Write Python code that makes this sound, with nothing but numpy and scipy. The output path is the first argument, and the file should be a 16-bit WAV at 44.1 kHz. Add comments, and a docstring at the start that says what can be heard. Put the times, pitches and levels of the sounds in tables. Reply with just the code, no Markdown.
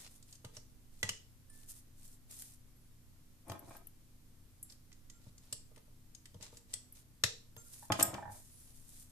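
"""A quiet room hums around two spaced microphones while hands work at a plastic fan shroud and its metal
heatsink on a soft mat: skin rubs, clips snap, steel ticks and rings, and knocks thump through to the desk.
A faint whistle falls, then near 3.5 s a small screwdriver is picked up, its handle bumping and scraping.
More ticks and presses lead to the loudest snap at 7.2 s. Near 7.9 s the tool drops on the bare desk,
clatters and rocks to rest, and the fingers slide on softly."""
import sys
import numpy as np
from scipy import signal
from scipy.fft import rfft, irfft, next_fast_len
from scipy.io import wavfile
from scipy.ndimage import map_coordinates

SR = 44100
rng = np.random.default_rng(int(sys.argv[2]) if len(sys.argv) > 2 else 0)


def generate_wav(signal):
    """Clip the signal to [-1, 1] and save it as 16-bit WAV at the path in sys.argv[1]."""
    frames = np.transpose(np.atleast_2d(signal))
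    scaled = np.clip(frames, -1, 1) * 32767
    pcm = np.round(scaled).astype(np.int16)
    wavfile.write(sys.argv[1], SR, pcm)


N = 401751
LEFT_LAG = 6  # samples by which the left microphone hears the work later
# hollow modes of the desk top and tool handle: pitch_hz, level_db, t60_s
HOLLOW_MODES = [(200, -6, 0.11), (310.5, -0.5, 0.047), (366.6, -22, 0.5), (555.4, -10.5, 0.076),
                (680, 6, 0.027), (843, -4, 0.05), (920, 0.5, 0.021), (1033, -4, 0.044), (1250, -7, 0.063),
                (1600, -16.5, 0.11), (1820, -14.5, 0.039), (2390, -9.5, 0.023), (3420, -23, 0.041)]


def amp(db):
    """Decibels to gain."""
    return 10 ** (np.asarray(db) / 20)


def unit(x):
    """Scales x to an rms of 1."""
    return x / np.sqrt(np.mean(x ** 2) + 1e-20)


def along(points, hz):
    """Reads a curve of (Hz, value) points on a log frequency axis."""
    freqs, values = np.transpose(points)
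    return np.interp(np.log(hz + 1), np.log(freqs + 1), values)


def filtered(x, response):
    """Shapes x with a complex frequency response."""
    n = x.shape[-1]
    size = next_fast_len(n + 8192)
    return irfft(rfft(x, size) * response(np.fft.rfftfreq(size, 1 / SR)), size)[..., :n]


def peak(f, hz, width_hz):
    """The response of one causal resonance."""
    return 1j * f * width_hz / (hz * hz - f * f + 1j * f * width_hz)


def wobble(rate):
    """A smooth random curve with rate knots a second."""
    knots = rng.standard_normal(int(N * rate / SR) + 4)
    coarse = np.arange(0, N + 16, 16)
    return np.interp(np.arange(N), coarse, map_coordinates(knots, [coarse * rate / SR]))


def echo(x):
    """A fresh room tail for each event: every frequency dies at its own speed, and little bass returns."""
    # room decay: freq_hz, t60_s
    decay = [(200, 0.64), (1000, 0.23), (4000, 0.36), (8000, 0.32), (14000, 0.11)]
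    hz, t = np.fft.rfftfreq(256, 1 / SR), np.arange(100) * 128 / SR
    real, imag = rng.standard_normal((2, 2, len(hz), len(t)))
    envelope = amp(-60 * t / along(decay, hz)[:, None]) * (hz / (hz + 500))[:, None]
    tail = signal.istft((real + 1j * imag) * envelope, SR, nperseg=256)[1]
    predelayed = np.pad(x, ((0, 0), (200, 0)))
    return signal.fftconvolve(predelayed, tail / np.linalg.norm(tail[0]), axes=1)


def place(out, start_s, pair, pan_db, room_db, lag=LEFT_LAG):
    """Mixes in a stereo event, its bounce off nearby things and its echo; positive pan is left."""
    at, n = round(start_s * SR), pair.shape[1]
    event = amp(room_db) * echo(pair)
    event[0, lag:lag + n] += amp(pan_db / 2) * pair[0]
    event[1, :n] += amp(-pan_db / 2) * pair[1]
    event[:, round(.0035 * SR):][:, :n] += amp(-7.5) * pair[::-1]  # the bounce swaps sides
    out[:, at:at + event.shape[1]] += event


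def ring(modes, attack_s, strengths_db=0):
    """One blow on a set of decaying modes, each at a new strength, a little different on each side."""
    t = np.arange(SR // 4) / SR
    hz, db, t60 = np.transpose(modes)[:, :, None]
    scatter_db = rng.normal(0, 2, hz.shape) + rng.normal(0, 1.5, (len(modes), 2))
    gains = amp(db + np.reshape(strengths_db, (-1, 1)) + scatter_db)
    partials = amp(-60 * t / t60) * np.sin(2 * np.pi * hz * t)
    return gains.T @ partials * (1 - np.exp(-t / attack_s))


def strokes(rows, shares=1):
    """A gain envelope: each stroke swells, drifts from its first level to its last, and lets go."""
    attack_s, release_s, fade_db = 0.033, 0.056, 24.5
    gain = np.zeros(N)
    for (s, length, db, change_db, *_), share in zip(rows, shares * np.ones(len(rows))):
        times = [s - attack_s, s, s + length, s + length + release_s]
        levels_db = [db - fade_db, db, db + change_db, db + change_db - fade_db]
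        at = np.arange(max(0, round(times[0] * SR)), min(N, round(times[-1] * SR)))
        gain[at] += share * amp(np.interp(at / SR, times, levels_db))
    return gain


def grit(spiky_db):
    """Dense stick-slip grains of uneven size; some slips stand out and reach both sides together."""
    slips = (rng.random(N) < 120 / SR) * rng.exponential(size=N)
    bursts = 1 + .7 * signal.fftconvolve(slips, np.exp(-np.arange(300) / 60))[:N]
    return unit(rng.standard_normal((2, N)) * bursts * amp(spiky_db * wobble(500) + 1.5 * wobble(30)))


def room_tone():
    """Rumble is largely shared by both microphones, hiss is not; a slightly unsteady hum sits on top."""
    # room rumble and microphone hiss: freq_hz, relative_db
    air = [(7.1, -31), (12, 15), (27, -6), (59, -8.5), (114, -10), (194, -12), (253, -17.5), (372, -22),
           (693, -28.5), (2130, -31.5), (2960, -32.5), (3860, -32), (9660, -30.5)]
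    # likeness of left and right: freq_hz, correlation
    likeness = [(60, 0.74), (180, 0.76), (540, 0.41), (1640, 0), (4930, 0.053), (14800, 0.0085)]
    # fans and mains: pitch_hz, wander_hz, level_db
    hum_tones = [(38.7, 3.2, -68.5), (88.8, 1.42, -68.5), (121, 1.053, -68), (247.6, 0.474, -73),
                 (305.5, 0.65, -80.5)]

    def mid_and_side(hz):
        width = np.arccos(np.clip(along(likeness, hz), -1, 1)) / 2
        return amp(along(air, hz)) * [np.cos(width), np.sin(width)]

    mid, side = filtered(rng.standard_normal((2, N)), mid_and_side)
    out = amp(-60) * unit(np.array([mid + side, mid - side]))
    for hz, wander_hz, db in hum_tones:
        gain = amp(db + 1.26 * wobble(8.9))
        out += gain * np.sin(2 * np.pi * np.cumsum(hz + wander_hz * wobble(4.7)) / SR)
    return out


def whistle():
    """A faint, thin tone that slides down."""
    # the glide: time_s, pitch_hz, level_db
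    glide = [(2.76, 11400, -71), (2.8, 11300, -77), (2.85, 10800, -78), (2.89, 10300, -84)]
    times, hz, db = np.transpose(glide)
    t = np.arange(N) / SR
    phase = 2 * np.pi * np.cumsum(np.interp(t, times, hz)) / SR
    return np.interp(t, times, amp(db), 0, 0) * np.sin(phase)


def finger_hiss():
    """A narrow hiss near 10 kHz while a finger slides."""
    # the slide: start_s, length_s, level_db, change_db
    slide = [(8.52, .3, -64, -10)]
    hiss = filtered(rng.standard_normal((2, N)), lambda f: peak(f, 10000, 500) ** 2)
    return strokes(slide) * unit(hiss)


def finger_rubs():
    """Dry skin hisses high; a firmer grip drags the shroud and sounds duller."""
    # fingers sliding: start_s, length_s, level_db, change_db, firmness (0-1)
    rubs = [(0, 0.071, -52.5, -5.5, 0.55), (0.113, 0.067, -60, -3, 0.09), (0.284, 0.066, -63, -3, 0.28),
            (0.552, 0.027, -57, -4, 0.6), (0.924, .09, -72.5, 8, 0.26), (1.534, 0.11, -64, 1.5, 0.1),
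            (1.693, 0.034, -50.5, -4.5, 0.02), (1.765, 0.03, -55, -1.5, 0.02),
            (1.982, 0.052, -65, -2.5, 0.17), (2.051, 0.097, -57.5, -3.5, 0.02),
            (2.31, 0.061, -54, 2.5, 0.08), (2.399, .14, -52.5, -8, 0.06), (3.494, 0.054, -59.5, -6, 0.1),
            (3.65, 0.12, -66, 6, 0.36), (4.7, 0.025, -64, 1.5, 0.3), (5.22, 0.07, -70.5, 1.5, 0.76),
            (5.428, 0.092, -70, 4, 0.65), (6.432, 0.078, -50, -17, 0.94), (6.526, 0.052, -67, 4, 0.43),
            (6.702, 0.041, -64, 4.5, 0.7), (6.956, 0.065, -58.5, -8, 0.2), (7.583, 0.12, -62.5, 5, 0.02),
            (7.734, 0.21, -50.5, -15, .05), (8.003, .02, -38, -4, 0.2), (8.323, 0.081, -51.5, -3, 0.01),
            (8.453, 0.85, -59.5, -10, 0.07), (8.889, 0.12, -67.5, 13.5, .03)]
    # colour of dry skin: freq_hz, relative_db
    skin_colour = [(290, -58), (500, -42), (1960, -22), (2160, -45), (2380, -26.5), (3730, -21),
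                   (8930, -6.5), (14400, -14)]
    # colour of dragged plastic: freq_hz, relative_db
    plastic_colour = [(240, -27), (400, 6.5), (1590, 0), (1900, 4), (3310, 3.5), (3570, 7), (8020, 5),
                      (14400, -18)]
    skin = unit(filtered(grit(spiky_db=-1.0), lambda f: amp(along(skin_colour, f))))
    plastic = unit(filtered(grit(spiky_db=2.2), lambda f: amp(along(plastic_colour, f))))
    firmness = np.clip(np.transpose(rubs)[-1], 0, 1)
    return strokes(rubs, np.sqrt(1 - firmness)) * skin + strokes(rubs, np.sqrt(firmness)) * plastic


def handle_scrapes():
    """The handle scraping over the desk keeps the hollow modes alive."""
    # scrapes: start_s, length_s, level_db, change_db
    scrapes = [(3.47, 0.34, -66.5, -2), (8.08, 0.31, -49.5, -16.5)]

    def hollow(f):
        return sum((-1) ** k * amp(db) * peak(f, hz, 120) for k, (hz, db, _) in enumerate(HOLLOW_MODES))

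    mid, side = grit(spiky_db=-0.5)
    friction = np.array([mid + .5 * side, mid - .5 * side])
    return strokes(scrapes) * unit(filtered(friction, hollow))


def ringing_parts():
    """Fins, screw, shroud wall and tool shaft ring after a touch; a nearby hand makes the first two waver."""
    # modes of each part: pitch_hz, level_db, t60_s
    fin_modes = [(1384, 0, .6), (6380, 0, .2), (7420, 0, .25)]
    screw_modes = [(1755, -18, .5), (5173, -20, .3), (9092, 0, .2)]
    wall_modes = [(1713, 3.5, 0.014), (1956, 5, 0.029)]
    shaft_modes = [(4300, -14, .008), (5400, -11, .012), (7370, -3, .016), (7530, -3, .016),
                   (7700, -2, .016), (8020, -2, .016), (8350, 0, .016), (8600, 0, .016), (8850, -1, .016),
                   (9200, -5, .016), (12010, -2, .025), (11950, -24, .16), (12070, -25, .14)]
    # fin touches, coloured by where they land: start_s, then level_db for each of the three modes
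    fin_hits = [(2.309, -100, -90, -61), (4.631, -100, -77, -62), (5.12, -71.5, -90, -62),
                (7.571, -69, -55, -63)]
    # touches on the other parts: start_s, level_db
    screw_hits = [(1.497, -52)]
    wall_hits = [(1.029, -30.5), (4.926, -67), (5.099, -65), (6.738, -52), (7.238, -51)]
    shaft_hits = [(8.027, -15)]
    steady, wavering = np.zeros((2, 2, N + SR))
    for bus, modes, hits, attack_s, room_db in ((wavering, fin_modes, fin_hits, .004, -9),
                                                (wavering, screw_modes, screw_hits, .0006, -9),
                                                (steady, wall_modes, wall_hits, .001, -6),
                                                (steady, shaft_modes, shaft_hits, .0004, -10)):
        for s, *db in hits:
            place(bus, s, ring(modes, attack_s, db), pan_db=0, room_db=room_db)
    return steady[:, :N] + wavering[:, :N] * amp(3.7 * wobble(45))


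def knocks(blows, modes, pan_db, room_db, lag, thump_delay_s):
    """Each blow rings the struck thing and thumps the whole desk, the thump alike on both sides."""
    # low modes of the whole desk: pitch_hz, level_db, t60_s
    desk_modes = [(101.7, 4.5, 0.11), (120.7, 6, 0.08), (174.3, 3.5, 0.059)]
    out = np.zeros((2, N + SR))
    octaves = np.log2(np.transpose(modes)[0] / 800)
    for s, knock_db, thump_db, *hardness in blows:
        tilt_db = sum(hardness) * octaves  # harder blows are brighter
        place(out, s, amp(knock_db) * ring(modes, 0.0016, tilt_db), pan_db, room_db, lag)
        thump = amp(thump_db) * ring(desk_modes, attack_s=0.012)[0]
        out[:, round((s + thump_delay_s) * SR):][:, :len(thump)] += thump
    return out[:, :N]


def shroud_knocks():
    """The shroud is pressed or jolted: a short, damped knock with a low desk thump."""
    # presses and jolts: start_s, knock_db, thump_db
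    jolts = [(0.445, -49, -41.5), (0.569, -57.5, -53.5), (1.029, -40, -35.5), (1.09, -53.5, -41),
             (5.264, -63, -47.5), (5.525, -51.5, -45.5), (5.715, -64, -58), (5.88, -65, -62),
             (5.772, -56.5, -58), (6.345, -58, -43), (6.403, -58, -48.5), (6.528, -56, -54),
             (6.735, -58, -53), (7.236, -39.5, -36), (7.565, -56.5, -51)]
    # damped plastic: pitch_hz, level_db, t60_s
    shroud_modes = [(288, -10.5, 0.054), (425, -7, 0.021), (468, 7, 0.035), (586, 3, 0.03),
                    (755, -14.5, 0.045), (910, 8.5, 0.012), (1223, -11.5, 0.057), (1250, -28.5, 0.09)]
    return knocks(jolts, shroud_modes, pan_db=1.5, room_db=-0.5, lag=LEFT_LAG, thump_delay_s=0.0048)


def handle_rocking():
    """The handle rocks to rest, its taps coming ever faster and weaker."""
    # bouts of rocking: start_s, knock_db, tap_count
    bouts = [(7.826, -54.5, 1), (8.182, -39, 6)]
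    # the handle alone: pitch_hz, level_db, t60_s
    handle_modes = [(660, -7, .05), (840, 0, .06), (930, -1, .05), (1590, -9, .04), (1780, -8, .045)]
    least_gap_s, extra_gap_s, shrink = .018, .025, .45
    loss_db, thump_under_db = 0.75, 10
    taps = []
    for start_s, db, count in bouts:
        for k in range(round(count)):
            s = start_s + least_gap_s * k + extra_gap_s * (1 - shrink ** k) / (1 - shrink)
            taps.append((s, db - loss_db * k * k, db - thump_under_db))
    return knocks(taps, handle_modes, pan_db=-6, room_db=0, lag=0, thump_delay_s=0)


def handle_bumps():
    """The handle hits the bare desk with a hollow knock, a little louder on the left."""
    # pick-up and drop: start_s, knock_db, thump_db, hardness_db_per_octave
    bumps = [(3.47, -55, -54, -2), (3.485, -50.5, -52, -3), (3.496, -42.5, -35.5, -1.5),
             (3.517, -42.5, -55, 1), (3.551, -47.5, -48.5, 0), (3.626, -53.5, -55, -2),
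             (3.68, -54, -52, -1), (3.707, -48.5, -55, 2), (3.75, -51, -59, 0.5), (7.9015, -27.5, -33, 0.5),
             (7.919, -35.5, -39.5, 4), (7.991, -29, -47, 3), (8.009, -27.5, -43, 3.5),
             (8.029, -46, -59, -.5), (8.076, -58, -42, -4), (8.132, -41.5, -42, -.5), (8.147, -40, -50, 2)]
    return knocks(bumps, HOLLOW_MODES, pan_db=4.0, room_db=0.5, lag=0, thump_delay_s=0.0052)


def snaps():
    """Each snap is a few milliseconds of chattering contact, coloured by the part that slips."""
    # clip snaps and steel ticks: start_s, level_db, pitch_hz, shroud_body_db, pan_db
    hits = [(0.2258, -54.5, 7100, -28, -2), (0.326, -49, 6800, -33, -1), (0.353, -54.5, 6400, -28, 3),
            (0.447, -46, 7100, 2.5, -2), (0.567, -44, 5670, -6.5, -4), (1.029, -29, 5730, 5, -1.5),
            (1.0904, -28.5, 2940, -6.5, 1), (1.4995, -55, 9100, -30, -3), (2.421, -47.5, 10100, -13, 4),
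            (3.481, -53, 10500, -21, 10), (3.497, -45, 4970, -1, 3), (3.5176, -44.5, 11800, -6.5, 6),
            (3.5927, -48, 12400, -28, 14), (3.767, -47, 11900, -21, 5), (3.87, -47, 12300, -26, 15),
            (4.628, -39, 10340, -38, 3), (4.6987, -53, 5200, -29, -4), (4.7214, -53.5, 4860, -26, 2),
            (4.9168, -59.5, 5880, 10, -2), (4.927, -57, 6250, -25, -6), (5.0988, -50, 6160, -11, -3),
            (5.3797, -54.5, 6800, -11, 1), (5.5259, -32, 7980, -24, 1), (5.76, -57, 8000, 2, 0),
            (5.777, -58.5, 8160, 1, -1), (6.1483, -49, 6400, -20, 9.5), (6.2555, -49.5, 7560, -3, -2),
            (6.3432, -58.5, 3520, -11, -0.5), (6.409, -55.5, 4700, 4, -6), (6.425, -49.5, 6900, -24, 19),
            (6.57, -49, 7200, -16, -1), (6.7334, -44, 6200, -1.5, -4), (6.7374, -32, 7550, -23.5, 8),
            (6.9237, -47.5, 11600, -29, 4), (7.2366, -19.5, 3960, 0.5, 5), (7.5646, -48.5, 11800, -10, -3),
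            (7.9204, -26.5, 2950, 18, -5), (7.9963, -30, 3000, 0, -4), (8.0065, -31.5, 6600, 11, 3),
            (8.0263, -31, 11300, -37, 15.5), (8.1404, -42.5, 2980, 9, -1)]
    chatter_t60_s, rise_s, thin_hz = 0.024, 0.0009, 7600
    out, t = np.zeros((2, N + SR)), np.arange(3000) / SR
    for s, db, hz, body_db, pan_db in hits:
        thin_octaves = max(0, np.log2(hz / thin_hz))  # small steel ticks are shorter and lose their mids
        t60 = chatter_t60_s * 0.57 ** thin_octaves
        middle_db = -1 - 65 * thin_octaves
        shared, own = rng.standard_normal(len(t)), rng.standard_normal((2, len(t)))
        envelope = amp(-60 * t / t60) * (1 - np.exp(-t / rise_s))
        chatter = (0.69 * shared + 0.72 * own) * envelope  # the part radiates unevenly: sides differ

        def colour(f):
            main = peak(f, hz, 0.31 * hz) ** 2
            body = peak(f, 2560, 6100) ** 2 + peak(f, 2020, 260) + 1.05 * peak(f, 3030, 500)
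            middle = peak(f, 5200, 4900) ** 2
            top = peak(f, 14500, 4300) ** 2
            return main + amp(body_db) * body + amp(middle_db) * middle + amp(-17) * top

        snap = filtered(chatter, colour)
        rms = np.linalg.norm(snap) / np.sqrt(t60 * SR / 4)
        place(out, s, amp(db) * snap / rms, pan_db, room_db=-8.0)
    return out[:, :N]


def scene():
    """Everything that reaches the two microphones."""
    shroud, bumps = shroud_knocks(), handle_bumps()
    rattle = amp(1.5 * wobble(160))  # the loose tool keeps brushing the wood, which roughens its ring
    impacts = snaps() + shroud + rattle * (bumps + handle_rocking()) + ringing_parts()
    friction = finger_rubs() + finger_hiss() + handle_scrapes()
    return impacts + friction + whistle() + room_tone()


def record(dry):
    """The top treble drops steeply, and nothing passes above the band limit."""
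    edge_hz, limit_hz = 14220, 15400

    def high_cut(hz):
        loss_db = np.clip((hz - edge_hz) / 6, 0, 30) + np.clip((hz - edge_hz) / 60, 0, 20)
        return amp(-loss_db) * (hz < limit_hz)

    return filtered(dry, high_cut)


dry = scene()
out = record(dry)
generate_wav(out)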